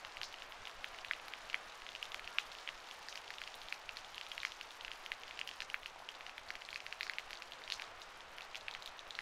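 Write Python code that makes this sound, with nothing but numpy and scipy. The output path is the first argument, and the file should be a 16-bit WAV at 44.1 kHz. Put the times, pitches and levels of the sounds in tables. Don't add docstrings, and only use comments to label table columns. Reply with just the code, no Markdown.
import sys
import numpy as np
from scipy import signal
from scipy.fft import rfft, irfft
from scipy.io import wavfile
from scipy.ndimage import uniform_filter1d

SR = 44100
rng = np.random.default_rng(int(sys.argv[2]) if len(sys.argv) > 2 else 0)


def materialize(psi):
    bounded = np.clip(np.atleast_2d(psi).T, -1, 1)
    quanta = np.round(bounded * 32767).astype(np.int16)
    wavfile.write(sys.argv[1], SR, quanta)


def attenuation_scalar(level_db):
    decades = np.asarray(level_db, float) / 20
    return 10 ** decades


N = 406161

# start in seconds, strength of the plop in dB, its pitch in Hz,
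# its length in cycles, its overtone in dB against the plop.
NEAR_DROPS = [(0.049, -26.5, 2340, 1.1, -22), (0.1697, -31, 2600, 4.7, -13),
              (0.215, -22.5, 2430, 1.24, -27), (0.2323, -31, 2740, 2.5, 4), (1.1109, -19, 1960, 3, -16.5),
              (1.1343, -27, 2510, 2.7, -9), (1.2827, -30.5, 1970, 1.3, -8), (1.5437, -17, 2190, 2.65, -30),
              (2.0273, -26, 2750, 4.5, -16), (2.1449, -20.5, 2100, 0.9, -21),
              (2.385, -12.5, 2520, 2.1, -28), (2.6757, -26, 2600, 2.9, -25),
              (2.6895, -22.5, 2320, 1.65, -18), (3.0853, -31.5, 1600, 1.6, -0.5),
              (3.156, -33.5, 2430, 3.2, 0), (3.9698, -35, 2220, 3, 5), (4.4503, -17.5, 1980, 1.74, -14.5),
              (5.1182, -21.5, 2300, 3, -11.5), (5.2796, -36.5, 2490, 1, -3), (5.4136, -24, 2580, 4.4, -17),
              (5.6041, -26, 2540, 2.2, -5), (5.743, -19, 2090, 2.9, -20), (6.0888, -29, 2900, 3.8, -15),
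              (6.2653, -28.5, 2430, 1.1, -23), (6.7588, -26.0, 2370, 4.1, -8.5),
              (7.0086, -23, 2260, 3.5, -7), (7.0305, -28, 2400, 3.1, -1), (7.0964, -23.5, 2100, 3.7, -6),
              (7.1842, -23.5, 2430, 4.1, -9), (7.307, -30.5, 2110, 1.3, -11), (7.7014, -22, 3090, 1.5, -27),
              (7.7217, -24, 2400, 1.6, 2.5), (7.8208, -22.5, 2300, 0.78, -19), (8.5642, -39, 2340, 4.9, 2),
              (9.1892, -21.5, 2020, 2.15, -13.5)]


def near_drops():
    return drops(*np.transpose(NEAR_DROPS))


# start in seconds, strength of the plop in dB, its pitch in Hz.
PLAIN_DROPS = [(0.3261, -39, 3500), (0.3413, -33, 2690), (0.3853, -39.5, 3000), (0.4214, -32, 2860),
               (0.522, -34.5, 2690), (0.6537, -33, 3220), (0.672, -31, 2670), (0.6959, -39, 2600),
               (0.8436, -25, 2270), (0.946, -37, 2100), (0.987, -34.5, 2670), (1.0472, -28.5, 2430),
               (1.0841, -38, 3500), (1.198, -38, 2700), (1.3365, -28.5, 2520), (1.4992, -32, 2760),
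               (1.53, -31, 2670), (1.698, -42, 3500), (1.8198, -36, 2300), (1.8653, -32.5, 2430),
               (1.8898, -32, 3240), (1.919, -38, 3150), (1.951, -30, 2750), (1.9603, -34.5, 2860),
               (2.0544, -34.5, 3310), (2.1192, -31.5, 3200), (2.1946, -31.5, 2260), (2.2437, -37, 2900),
               (2.2757, -29, 2600), (2.517, -36.5, 3940), (2.522, -38, 3200), (2.5507, -35.5, 3020),
               (2.586, -36, 3550), (2.8718, -41, 3350), (2.8881, -42, 4200), (2.9116, -32.5, 3030),
               (3.1263, -33, 3090), (3.175, -31.5, 2670), (3.279, -35.5, 3200), (3.3045, -28.5, 2080),
               (3.339, -35.5, 2970), (3.3836, -32, 3190), (3.4166, -27.5, 2280), (3.4376, -33.5, 3200),
               (3.4758, -31.5, 2510), (3.5419, -35.5, 3570), (3.6165, -35, 3550), (3.6852, -33, 3280),
               (3.725, -23.0, 2340), (3.8918, -27, 2510), (4.0465, -37.5, 3200), (4.1453, -34.5, 3400),
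               (4.1801, -29.5, 2660), (4.212, -29, 2600), (4.233, -43, 4500), (4.2656, -35.5, 3200),
               (4.3166, -29, 2970), (4.319, -34, 2800), (4.379, -26.5, 2460), (4.4022, -32, 3570),
               (4.4174, -37, 3310), (4.4322, -26, 2260), (4.4698, -34, 2260), (4.52, -32, 3300),
               (4.6115, -29.5, 2570), (4.7067, -35.5, 3400), (4.8096, -32.5, 3280), (4.8481, -29, 2630),
               (4.8803, -29.5, 2380), (4.916, -28.5, 2720), (5.0618, -29, 2860), (5.2347, -33, 2770),
               (5.3097, -32, 2500), (5.3749, -36.5, 3050), (5.3914, -28, 2560), (5.475, -30, 2790),
               (5.49, -30, 2680), (5.5128, -33.5, 2920), (5.62, -27, 2250), (5.7001, -30, 2670),
               (5.832, -36, 2530), (5.8594, -27.5, 2500), (6.1498, -38.5, 3470), (6.2082, -33.5, 2430),
               (6.2948, -33.5, 2340), (6.3802, -31, 2190), (6.488, -38.5, 4250), (6.5043, -25, 2120),
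               (6.5538, -30, 2520), (6.6198, -33, 2600), (6.6508, -36.5, 4100), (6.6884, -31.5, 2530),
               (6.7051, -35.5, 3810), (6.729, -30.5, 2360), (6.744, -34.5, 4080), (6.8036, -33, 2600),
               (6.865, -28.5, 2360), (6.9257, -25.5, 2360), (7.067, -31.5, 2050), (7.0778, -38, 4500),
               (7.1354, -32.5, 2510), (7.331, -29.5, 2510), (7.354, -38, 3810), (7.3725, -38, 4200),
               (7.4216, -31.5, 2430), (7.5208, -32.5, 3220), (7.5347, -37, 3600), (7.6182, -38, 2000),
               (7.6385, -36.5, 3810), (7.6774, -32.5, 2600), (7.711, -35, 3310), (7.741, -39, 4220),
               (7.797, -28.5, 2260), (7.8399, -38.5, 3800), (8.0177, -35.5, 3800), (8.2061, -38.5, 3120),
               (8.3835, -31.5, 2540), (8.4077, -33, 2440), (8.42, -36, 3700), (8.5462, -31, 2510),
               (8.5553, -29, 3000), (8.61, -39.5, 3870), (8.6826, -25, 2430), (8.7115, -33, 3620),
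               (8.7385, -34.5, 4020), (8.7495, -27.5, 2360), (8.8235, -34.5, 3720), (8.8599, -31.5, 3680),
               (8.8756, -33, 3330), (8.9922, -33.5, 3500), (9.107, -30.5, 3660), (9.1517, -32, 3750)]


def plain_drops():
    return droplets(*np.transpose(PLAIN_DROPS), length_s=0.0012)


def droplets(s, db, hz, length_s):
    octaves_up = np.log2(np.maximum(hz / 2500, 1))
    over_db = -9.5 - 6 * octaves_up + 2 * rng.standard_normal(len(s))
    cycles = hz * length_s * attenuation_scalar(0.14 * (db + 31))
    return drops(s, db, hz, cycles, over_db)


def drops(s, db, hz, cycles, over_db):
    pitch_chance, tick_chance, echo_chance = rng.standard_normal((len(s), 3)).T
    body = plops(s, db, hz, cycles, glide=0.068)
    body = body + plops(s + 0.00044, db - 20, np.full(len(s), 3200), cycles=4.5, glide=0)
    echo_s = 0.000825 * (1 + 0.39 * np.tanh(echo_chance))
    body = body + plops(s + echo_s, db - 10, 1.022 * hz, cycles, glide=0.12)
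    over_hz = np.maximum(1.76 * hz, 4300) * (1 + 0.057 * pitch_chance)
    over = plops(s + 0.0002, db + over_db, over_hz, cycles=4.5, glide=0.0091)
    voice = band(band(body + over, 955, 9700), 955, 9700)
    tick_db = 0.81 * db + 0.29 * over_db - 29.5 + 2 * tick_chance
    return voice + ticks(s + 0.00027, tick_db)


def plops(s, db, hz, cycles, glide):
    t = np.arange(256) / SR
    age = t * (hz / np.clip(cycles, 0.7, 6))[:, None]
    swell = 1 - np.exp(-(age / 0.19) ** 2.4)
    fall = 0.91 * np.exp(-(age / 0.71) ** 3.44) + 0.16 * np.exp(-age / 1.82)
    turns = hz[:, None] * t * (1 - glide + glide * age)
    wave = attenuation_scalar(db)[:, None] * swell * fall * np.sin(2 * np.pi * turns - 3.1)
    return place(s, wave)


# start in seconds, strength in dB before the tick's filter.
SHARP_TICKS = [(1.2812, -48), (2.0263, -48), (2.143, -46), (3.5544, -44), (4.287, -47), (5.474, -44),
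               (7.307, -50), (8.8593, -47)]


def sharp_ticks():
    return ticks(*np.transpose(SHARP_TICKS))


def ticks(s, db):
    fall = np.exp(-np.arange(64) / SR / 0.00084)
    bursts = place(s, attenuation_scalar(db)[:, None] * rng.standard_normal((len(s), 64)) * fall)
    return band(bursts, 4000, 13600) + 0.5 * band(bursts, 9600, 11360)


# start in seconds, strength in dB, pitch in Hz.
DRIPS_LOW = [(5.9597, -43, 850), (6.001, -43, 820), (6.0215, -42, 880)]


def drips():
    return plops(*np.transpose(DRIPS_LOW), cycles=3.8, glide=0.03)


# start in seconds, strength of the faintest droplet in dB, centre pitch in Hz.
SHATTERED_DROPS = [(.234, -57, 5100), (2.387, -61, 3300), (3.086, -61, 5400), (4.453, -61, 4800),
                   (7.033, -63, 4930), (7.724, -58.5, 5000)]


def splashes():
    droplets_each, swell_s = 200, 0.011
    s, db, hz = np.transpose([row for row in SHATTERED_DROPS for _ in range(droplets_each)])
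    u = rng.random((len(s), 4)).T
    late_s = -swell_s * np.log(u[0] * u[1])
    droplet_hz = hz * 2 ** (0.53 * (u[3] - 0.5))
    return plops(s + late_s, db - 2 * np.log(u[2]), droplet_hz, cycles=4.2, glide=0)


def spray(x):
    t = np.arange(SR // 5) / SR
    fall = (t + 0.00095) * np.exp(-t / 0.0077)
    power = signal.fftconvolve(band(x, 4740, 6900) ** 2, fall / fall.sum())[:N]
    fizz = unit(band(rng.standard_normal(N), 3660, 6860))
    fizz = fizz + attenuation_scalar(-23) * unit(band(rng.standard_normal(N), 7500, 22000))
    return attenuation_scalar(-4.5) * np.sqrt(np.abs(power)) * fizz * crackle()


def walls(x):
    t = np.arange(SR // 5) / SR
    start = np.clip(t / 0.00029 - 0.5, 0, 1)
    echoes = rng.standard_normal(len(t)) ** 3 * start * attenuation_scalar(-60 * t / 0.15)
    bright = signal.lfilter([1, -0.7], 1, x)
    scattered = signal.fftconvolve(bright, echoes / np.sqrt(np.sum(echoes ** 2)))[:N]
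    return attenuation_scalar(-6.5) * scattered * crackle()


def crackle():
    return attenuation_scalar(3.56 * walk(500))


def patter(spatter_db):
    per_s, length_s = 220, 0.0008
    u = rng.random((int(per_s * N / SR), 6)).T
    drop_db = -53 - 3.95 * np.log(u[1]) + 0.41 * spatter_db[(u[0] * N).astype(int)]
    tick_db = -76 - 7.2 * np.log(u[5]) + 0.5 * spatter_db[(u[4] * N).astype(int)]
    hz = 2200 * 2 ** (1.15 * u[2])
    weak = droplets(u[0] * N / SR, np.minimum(drop_db, -42), hz, length_s * (0.25 + u[3] ** 2))
    return weak + ticks(u[4] * N / SR, np.minimum(tick_db, -56))


# time in seconds, level of the far wash in dB, spatter in dB (only its rise and fall count).
RAIN_STRENGTH = [(0.0, -54, -62.5), (2.49, -54, -55.5), (4.62, -55.5, -57), (6.13, -54.5, -66.5),
                 (6.82, -55, -62.5), (8.03, -54, -67), (9.21, -55, -69)]


def shower():
    s, *columns = np.transpose(RAIN_STRENGTH)
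    level_db, spatter_db = (np.interp(np.arange(N) / SR, s, c) for c in columns)
    return level_db, spatter_db - spatter_db.mean()


# frequency in Hz, relative strength in dB per Hz.
WASH_COLOUR = [(20, 9), (45, -3), (90, -6.5), (190, -12), (300, -8.5), (735, 2.5), (1300, 1.5),
               (3000, -5.5), (4650, -13), (8900, -26.5), (10700, -34.5), (15500, -45)]
WIND_KNOCKS = [0.19, 0.615, 0.785, 3.46, 3.64, 5.13]


def wash(level_db, spatter_db):
    gust_db, knock_db, knock_s = 2.8, 9, 0.025
    noise = rfft(unit(colour(rng.standard_normal(N), WASH_COLOUR)))
    f = np.fft.rfftfreq(N, 1 / SR)
    high = 1 / (1 + (3500 / (f + 1)) ** 4)
    low = 1 / (1 + (f / 170) ** 4)
    knocks = sum(np.exp(-((np.arange(N) / SR - s) / knock_s) ** 2) for s in WIND_KNOCKS)
    wind = irfft(noise * low, N) * attenuation_scalar(knock_db * knocks + gust_db * walk(40) - gust_db)
    leaves = irfft(noise * (1 - low - high), N) * attenuation_scalar(0.49 * walk(9.8))
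    hiss = irfft(noise * high, N) * attenuation_scalar(0.27 * spatter_db + 1.4 * walk(22))
    return (wind + leaves + hiss) * attenuation_scalar(level_db)


# multiple of the pitch, level in dB.
HONK_HARMONICS = [(4, -68), (6, -61), (7, -66)]


def honk():
    start_s, length_s, pitch_hz = 2.26, 0.15, 233
    t = np.arange(N) / SR
    swell = np.sin(np.pi * np.clip((t - start_s) / length_s, 0, 1)) ** 0.5
    return swell * sum(tone(k * pitch_hz, db) for k, db in HONK_HARMONICS)


# frequency in Hz, level in dB.
WHINE_TONES = [(7897, -89)]


def whine():
    return sum(tone(hz, db) for hz, db in WHINE_TONES)


def tone(hz, db):
    return attenuation_scalar(db) * np.sqrt(2) * np.sin(2 * np.pi * hz * np.arange(N) / SR)


def place(s, waves):
    out = np.zeros(N + 512)
    length = np.arange(waves.shape[1])
    np.add.at(out, np.clip(s * SR, 0, N).astype(int)[:, None] + length, waves)
    return out[:N]


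def band(x, lo_hz, hi_hz):
    return signal.sosfilt(signal.butter(2, [lo_hz, hi_hz], "band", fs=SR, output="sos"), x)


def colour(x, points):
    hz, db = np.transpose(points)
    f = np.fft.rfftfreq(len(x), 1 / SR) + 1
    return irfft(rfft(x) * attenuation_scalar(np.interp(np.log(f), np.log(hz), db)), len(x))


def unit(x):
    return x / np.sqrt(np.mean(x ** 2))


def walk(rate):
    k = int(SR / rate)
    steps = np.repeat(rng.standard_normal(N // k + 1), k)
    return 1.54 * uniform_filter1d(uniform_filter1d(steps, k), k)[:N]


def scene():
    level_db, spatter_db = shower()
    near = near_drops() + plain_drops() + drips() + sharp_ticks() + patter(spatter_db)
    mix = near + walls(near) + spray(near) + splashes() + honk() + wash(level_db, spatter_db)
    return mix[None]


# centre in Hz, width in Hz.
WEAK_SPOTS = [(7850, 200), (12000, 300)]


def microphone(x):
    for hz, width in WEAK_SPOTS:
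        x = 0.33 * x + 0.71 * signal.lfilter(*signal.iirnotch(hz, hz / width, SR), x)
    return signal.sosfilt(signal.cheby1(6, 0.5, 15400, fs=SR, output="sos"), x)


def band_limit(x):
    return signal.sosfilt(signal.butter(12, 16510, fs=SR, output="sos"), x)


def record(dry):
    mix = microphone(dry) + whine()
    return band_limit(mix)


dry = scene()
out = record(dry)
materialize(out)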